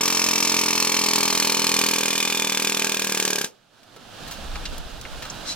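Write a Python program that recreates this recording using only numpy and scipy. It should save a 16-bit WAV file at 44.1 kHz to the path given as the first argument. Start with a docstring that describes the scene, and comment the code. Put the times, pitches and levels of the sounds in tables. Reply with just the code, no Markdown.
"""Outdoors in a yard, a stereo microphone close to an air hammer chiselling a steel bushing liner.
Each stroke is a pop of exhaust air, then a steel blow that rattles and rings. The ring shifts as the
liner splits, and the wooden block under it booms as the chisel comes free. The hammer stops; the
automatic gain creeps back up on distant air, a gust on the microphone and handling clinks.
Last, air hisses briefly at the trigger."""
import sys
import numpy as np
from scipy import signal
from scipy.fft import rfft, irfft
from scipy.io import wavfile
from scipy.ndimage import uniform_filter1d, minimum_filter1d

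SR = 44100
rng = np.random.default_rng(int(sys.argv[2]) if len(sys.argv) > 2 else 0)


def put_to_file(sound):
    """Save the sound as 16-bit audio at rate SR, in the file named by the first command-line argument."""
    columns = np.atleast_2d(sound).T  # one column per channel
    safe = np.clip(columns, -1, 1)
    whole_steps = np.round(safe * 32767)
    wavfile.write(sys.argv[1], SR, whole_steps.astype(np.int16))


N = 244755
T = np.arange(N) / SR
HZ = np.fft.rfftfreq(N, 1 / SR)
HAMMER_START_S, HAMMER_STOP_S = .0083, 3.46
NEAR_DB = 20.5  # boost of the close hammer, and the most the automatic gain can duck

# piston speed, sagging as the liner lets go: time_s, strokes_per_s
STROKE_RATE = [(0, 43.48), (.58, 42.81), (1.51, 40.95), (2.33, 41.3), (2.55, 39.16), (2.61, 40.53),
               (2.88, 40.36), (3.36, 37.51), (3.45, 30.56)]


def strokes():
    """The moment of each piston stroke, and how tightly the liner grips the chisel then."""
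    # the liner's hold: time_s, grip (0-1)
    liner_grip = [(0, 0.96), (1.1, 0.94), (1.85, 0.76), (2.2, 0.69), (2.85, 0.4), (3.1, 0.26), (3.45, 0.1)]
    cycles = np.cumsum(follow(STROKE_RATE, T)) / SR
    cycles -= np.interp(HAMMER_START_S, T, cycles)
    times = np.interp(np.arange(np.interp(HAMMER_STOP_S, T, cycles)), cycles, T)
    return times, np.clip(follow(liner_grip, times), 0, 1)


def force_db(t, bite_half_s=.021):
    """Strength of the strokes: the lean on the hammer, with a short surge wherever the chisel bites."""
    # how hard the hammer is leaned on: time_s, level_db
    effort = [(0, -33.5), (.9, -34), (1.25, -33), (1.9, -33), (2.2, -35.3), (2.7, -34.5), (2.97, -36),
              (3.3, -34), (3.45, -37)]
    # runs of harder strokes: time_s, extra_db
    bites = [(.54, 1.5), (1.17, 2.2), (1.81, 1.5), (2.85, 2), (3.3, 0.5)]
    return follow(effort, t) + sum(db * np.exp(-.5 * ((t - s) / bite_half_s) ** 2) for s, db in bites)


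def chisel(times, grip, lag_s=.0028, grip_lead_s=.0008, crack_db=9.5, modes_db=4, damping=.75):
    """The piston lands just after the pop: steel cracks and rings modes that shift as the cut advances."""
    # spectrum of a steel blow: frequency_hz, level_db
    crack_colour = [(60, -24.5), (300, -11.5), (800, -10.5), (1300, -8.5), (1900, -8.5), (2400, -5),
                    (3600, -4), (5500, -2), (7200, -3), (9000, -7), (11000, -10), (13000, -10.5),
                    (16000, -22.5)]
    # the crack's match between left and right: frequency_hz, likeness
    crack_likeness = [(2000, .9), (6000, .8), (14000, .65)]
    # modes of chisel and liner: pitch_hz, width_hz (before damping), level_db, loudest_s, span_s
    steel_modes = [(1590, 130, -47, 3.15, .35), (2335, 70, -41, .5, 1.0), (2440, 110, -38, 2.3, .8),
                   (2625, 80, -37, .55, .9), (2590, 110, -40, 2.8, .4), (3000, 50, -43, 1.8, .9),
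                   (3495, 42, -38, 2.4, .5), (4295, 30, -38, .85, .4), (4245, 35, -36, 1.5, .36),
                   (4580, 120, -40, 1.2, .45), (4920, 80, -41, 1.3, .35), (5095, 80, -39, .35, .6),
                   (5287, 40, -40, .6, .65), (5660, 50, -35, .08, .35), (5655, 55, -39, .9, .5),
                   (5892, 45, -40, .6, .65), (6150, 90, -42, 3.35, .2), (6650, 120, -42, .3, .5),
                   (8150, 200, -43, 1.5, .5)]
    jitter, vary, snap_vary = rng.standard_normal((3, len(times)))
    landing = times + lag_s - grip_lead_s * grip + .0001 * jitter
    size = gain_of((1.08 - .56 * grip) * vary)  # a loose chisel is struck less evenly
    hiss_power = .13 * dying(clicks(times, np.ones(len(times))), .0093)  # from the exhaust port
    power = chatter(landing, size ** 2, grip) + hiss_power
    contact = while_running(np.sqrt(power) * noise_pair(read(crack_likeness, HZ)))
    snap_size = gain_of(6 * np.clip(snap_vary, -2, 1))
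    snap = np.sqrt(dying(clicks(landing + .00072, snap_size ** 2), .00056)) * noise_pair(.74)
    snap = while_running(highpass(snap, 6000))  # the first touch is the brightest
    crack = while_running(colour(contact + gain_of(-7) * snap, crack_colour))
    out = gain_of(force_db(T) + crack_db) * crack
    kicks = while_running(clicks(landing + .0004, np.sqrt(size)))
    drive = kicks + gain_of(-16) * contact
    for hz, width, db, loudest_s, span_s in steel_modes:
        swell = 1 / (1 + ((T - loudest_s) / span_s) ** 2)
        out += gain_of(db + modes_db) * swell * while_running(resonate(drive, hz, damping * width))
    return out


def chatter(landing, power, grip, bounces=9, bounce_s=.00457, bounce_db=-7, tail_share=.34):
    """Power of the steel contact: one hard crack, then rebounds that are strongest while the liner grips."""
    delay = rng.gamma(2, bounce_s / 2, (len(landing), bounces))
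    rebound_power = power * (.061 + grip ** 2) * gain_of(bounce_db) ** 2
    rebounds = rebound_power[:, None] * rng.exponential(1, delay.shape) * np.exp(-delay / .015)
    excess = (power + rebounds.sum(1)) / power  # crack and rebounds share the power of one blow
    hits = clicks(landing, power / excess) + clicks(landing[:, None] + delay, rebounds / excess[:, None])
    envelope = (1 - tail_share) * dying(hits, .00062) + tail_share * dying(hits, .01)
    return dying(envelope, .00063)  # rounds the attack


def exhaust(times, grip, return_phase=.475, return_db=-11, puff_db=-12, level_db=3):
    """A sharp pop of air at each stroke, a ragged puff behind it, a duller pop as the piston returns."""
    # spectrum of the pop with the chisel gripped: frequency_hz, level_db
    pop_gripped = [(40, -33), (82, -5.5), (125, -11), (210, 3), (250, -0.5), (295, 5), (355, -12),
                   (415, 6.5), (470, -3.5), (760, -14.5), (900, 1.5), (1050, -0.5), (1220, 0.5),
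                   (1420, -20), (2400, -8), (4000, -19.5), (12000, -57.5)]
    # and with the chisel running free: frequency_hz, level_db
    pop_free = [(40, -43), (82, -18.5), (200, 3), (240, -1), (285, -1), (400, -1.5), (500, -4), (750, -13),
                (900, -4), (1150, -16), (1350, -30), (1600, 5.5), (2000, -22.5), (4000, -26), (12000, -33)]
    jitter, vary, return_jitter = rng.standard_normal((3, len(times)))
    times = times + .00004 * jitter
    size = gain_of(force_db(times) + .29 * vary)
    returns = times + return_phase / follow(STROKE_RATE, times) + .0001 * return_jitter
    air = highpass(noise_pair(.97), 900)
    out = 0
    for share, spectrum in ((grip, pop_gripped), (1 - grip, pop_free)):
        strength = size * share
        pops = clicks(times, strength) - gain_of(return_db) * dying(clicks(returns, strength), .000074)
        puffs = gain_of(puff_db) * np.sqrt(dying(clicks(times, strength ** 2), .006)) * air
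        out = out + colour(pops + puffs, spectrum)
    out = highpass(out, 50, order=2)  # so small a port radiates no deep bass
    return gain_of(level_db) * np.sqrt(np.mean(size ** 2)) * while_running(out)


def wooden_block(times, grip, pitch_hz=407, width_hz=28, level_db=-15):
    """The less the liner holds the chisel, the more of each blow booms in the wood."""
    blows = clicks(times, (1 - grip) ** 2)
    return gain_of(force_db(T) + level_db) * while_running(resonate(blows, pitch_hz, width_hz))


def clinks(ring_db=-13, attack_s=.00032):
    """The chisel is shifted: short bursts of contact noise, each around its own pitch, ring the steel."""
    # clinks, scuffs and knocks on the block: start_s, level_db, centre_hz, spread_octaves, decay_s
    contacts = [(3.831, -35, 5000, 1.5, .008), (3.962, -30.5, 3000, 3, 0.0076),
                (3.965, -35.5, 398, 0.21, 0.016), (4.277, -35.5, 6000, 2.1, 0.011),
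                (4.31, -32.5, 6000, 1.6, 0.027), (4.5552, -28, 2420, 1.3, 0.0076),
                (4.654, -24, 3750, 0.75, 0.0087), (4.557, -34.5, 900, 0.22, 0.013),
                (4.722, -35, 413, 0.3, 0.013), (4.78, -31, 8000, 1.2, 0.0043),
                (5.012, -32, 5600, 0.91, .006), (5.051, -30, 2100, 0.53, .007),
                (5.222, -30.5, 3050, 1.8, 0.014), (5.252, -32.5, 2560, 1.8, 0.012),
                (5.3, -28, 6150, 0.28, 0.0072)]
    # modes of the loose chisel: pitch_hz, width_hz, level_db
    loose_modes = [(1313, 9.1, -2), (2800, 17, -2), (4040, 17, -9), (4221, 30, -15), (5900, 39, -8)]
    out, t = np.zeros((2, N)), np.arange(SR // 4) / SR
    octaves = np.log2(np.fft.rfftfreq(len(t), 1 / SR) + 1)
    for start_s, db, hz, spread, decay_s in contacts:
        noise = rng.standard_normal(len(t)) + .5 * rng.standard_normal((2, len(t)))
        band = np.exp(-.5 * ((octaves - np.log2(hz)) / spread) ** 2) / (1 + 2 ** octaves / hz)
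        envelope = np.exp(-t / decay_s) * (1 - np.exp(-t / attack_s))
        burst = gain_of(db) * envelope * unit_rms(irfft(rfft(noise) * band, len(t)))
        start = round(start_s * SR)
        out[:, start:start + len(t)] += burst[:, :N - start]
    ring = sum(gain_of(db + ring_db) * unit_rms(resonate(out, hz, width)) for hz, width, db in loose_modes)
    return out + np.std(out) * ring


def trigger_leak(start_s=5.445, level_db=-29, attack_s=.047, hold_s=.027, release_s=.032):
    """Air leaks past the half-pressed trigger: a swell of hiss with a faint whistle."""
    # spectrum of the valve's hiss: frequency_hz, level_db
    hiss_colour = [(500, -38), (2000, -10), (3700, -12), (3980, 9.5), (4300, -5), (5000, -1.5),
                   (6400, -4.5), (8300, -9), (10000, -18), (16000, -32)]
    opening = np.interp(T, start_s + np.cumsum([0, attack_s, hold_s, release_s]), [0, 1, 1, 0])
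    return gain_of(level_db) * opening * unit_rms(colour(noise_pair(.57), hiss_colour))


def yard(x, near_db=-12, vehicle_db=-16, far_db=-20):
    """Quick scatter from ground and boots, duller echoes off a vehicle, a faint tail from shed and trees."""
    # reverberation of the yard: frequency_hz, t60_s
    decay_times = [(150, 0.11), (500, 0.3), (2000, 0.086), (6000, 0.022), (15000, 0.033)]
    t = np.arange(SR // 2) / SR
    near = rng.standard_normal((2, len(t))) * np.exp(-t / .0024) * (t > .001)
    near = unit_rms(highpass(near, 1500))  # small things scatter only treble
    vehicle = unit_rms(rng.standard_normal(len(t)) * np.exp(-t / .007) * (t > .005))
    vehicle = signal.lfilter(*signal.butter(1, [450, 1800], "band", fs=SR), vehicle)
    hz, age_s, tail = signal.stft(rng.standard_normal((2, len(t))) * (t > .012), SR, nperseg=256)
    tail *= gain_of(-60 * age_s / read(decay_times, hz)[:, None])
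    far = unit_rms(signal.istft(tail, SR, nperseg=256)[1][:, :len(t)])
    echoes = gain_of(near_db) * near + gain_of(vehicle_db) * vehicle + gain_of(far_db) * far
    return x + convolve(x, echoes / np.sqrt(len(t)))


def wind(peak_s=4.6, peak_db=-33, rise_db_per_s=34, fall_db_per_s=14.5, breeze_db=-58, flutter_db=2.5):
    """One gust swells out of the breeze and dies away, its eddies rumbling on the microphone."""
    # spectrum of the rumble: frequency_hz, level_db
    rumble_colour = [(8, -12), (26, 4), (45, -2), (65, -4.5), (100, -28), (160, -19), (400, -56),
                     (2000, -85)]
    gust_db = peak_db - np.maximum((peak_s - T) * rise_db_per_s, (T - peak_s) * fall_db_per_s)
    level_db = np.maximum(gust_db, breeze_db) + flutter_db * wander(hz=8)
    return gain_of(level_db) * unit_rms(colour(noise_pair(.38), rumble_colour))


def distant_air(level_db=-38.5, waver_db=1.28, right_db=2.5):
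    """A slightly wavering wash of distant air, stronger on the right."""
    # spectrum of the wash: frequency_hz, level_db
    wash_colour = [(59, -35), (100, -2.5), (307, -4.5), (349, -7), (414, -10.5), (450, -6.5), (580, -5.5),
                   (659, -3.5), (986, -9.5), (1600, -8.5), (2030, -17.5), (2840, -11), (3830, -11.5),
                   (15800, -33.5)]
    # its match between left and right: frequency_hz, likeness
    wash_likeness = [(60, 0.049), (250, 0.78), (640, 0.26), (1400, 0.7), (3100, 0.63), (7000, 0.14),
                     (15000, 0.17)]
    wash = unit_rms(colour(noise_pair(read(wash_likeness, HZ)), wash_colour))
    return wash * gain_of(level_db + waver_db * wander(hz=7.7)) * gain_of([[-right_db], [right_db]])


def gain_of(db):
    """Decibels to amplitude."""
    return 10 ** (np.asarray(db) / 20)


def unit_rms(x):
    """Scales to rms 1."""
    return x / np.sqrt(np.mean(x ** 2) + 1e-20)


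def while_running(x):
    """Scales to rms 1 over the time the hammer runs."""
    return x / np.sqrt(np.mean(x[..., T < HAMMER_STOP_S] ** 2) + 1e-20)


def read(points, hz):
    """A spectrum table at hz, on a log-frequency axis."""
    f, value = np.transpose(points)
    return np.interp(np.log(hz + 1), np.log(f + 1), value)


def follow(rows, t):
    """A curve table at times t."""
    return np.interp(t, *np.transpose(rows))


def convolve(x, response):
    """Convolution along time, cut to the scene."""
    return signal.fftconvolve(np.atleast_2d(x), np.atleast_2d(response), axes=1)[:, :N]


def colour(x, points, size=4096):
    """Minimum-phase filter with the given spectrum."""
    log_gain = np.log(gain_of(read(points, abs(np.fft.fftfreq(size, 1 / SR)))))
    response = np.fft.ifft(np.exp(np.conj(signal.hilbert(log_gain)))).real
    return convolve(x, response[:size // 2])


def highpass(x, hz, order=1):
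    """Rolls off the sound below hz."""
    return signal.lfilter(*signal.butter(order, hz, "high", fs=SR), x)


def noise_pair(likeness):
    """White noise in two channels with the given correlation."""
    a, b = rfft(rng.standard_normal((2, N)))
    return irfft(np.array([a, likeness * a + np.sqrt(1 - likeness ** 2) * b]), N)


def wander(hz):
    """Slow random drift of rms 1, changing at up to about hz."""
    return unit_rms(irfft(rfft(rng.standard_normal(N)) * np.exp(-HZ / hz), N))


def clicks(times, sizes):
    """A train of one-sample clicks."""
    samples = np.clip(np.round(np.ravel(times) * SR), 0, N - 1).astype(int)
    return np.bincount(samples, np.ravel(sizes), N)


def dying(train, decay_s):
    """Each click becomes an exponential decay of the same area."""
    r = np.exp(-1 / (SR * decay_s))
    return signal.lfilter([1 - r], [1, -r], train)


def resonate(x, hz, width_hz):
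    """One ringing mode."""
    r = np.exp(-np.pi * width_hz / SR)
    return signal.lfilter([1, 0, -1], [1, -2 * r * np.cos(2 * np.pi * hz / SR), r * r], x)


def scene(right_delay_s=5.2e-5, right_db=.5):
    """The tool in the open yard, nearer the left microphone port and a touch louder in the right."""
    times, grip = strokes()
    hammer = exhaust(times, grip) + chisel(times, grip) + wooden_block(times, grip)
    tool = gain_of(NEAR_DB) * hammer + clinks() + trigger_leak()
    tool[1] = gain_of(right_db) * irfft(rfft(tool[1]) * np.exp(-2j * np.pi * HZ * right_delay_s), N)
    return yard(tool) + distant_air() + wind()


def record(dry, threshold_db=-13.5, hold_s=.19, recover_db_per_s=35, cutoff_hz=16000):
    """Automatic gain of limited range ducks at once, holds and recovers slowly; then a band limit."""
    peak_db = 20 * np.log10(abs(dry).max(0) + 1e-9)
    over_db = -minimum_filter1d(-np.clip(peak_db - threshold_db, 0, NEAR_DB), size=1001)
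    half = round(hold_s * SR / 2)
    held_db = -minimum_filter1d(-over_db, size=2 * half + 1, origin=half)  # largest recent excess
    recovery_db = T * recover_db_per_s
    duck_db = np.maximum.accumulate(held_db + recovery_db) - recovery_db
    ducked = dry / gain_of(uniform_filter1d(duck_db, size=100))
    lowpass = signal.firwin(511, cutoff_hz, window=("kaiser", 9), fs=SR)
    return signal.oaconvolve(ducked, lowpass[None], "same")


dry = scene()
out = record(dry)
put_to_file(out)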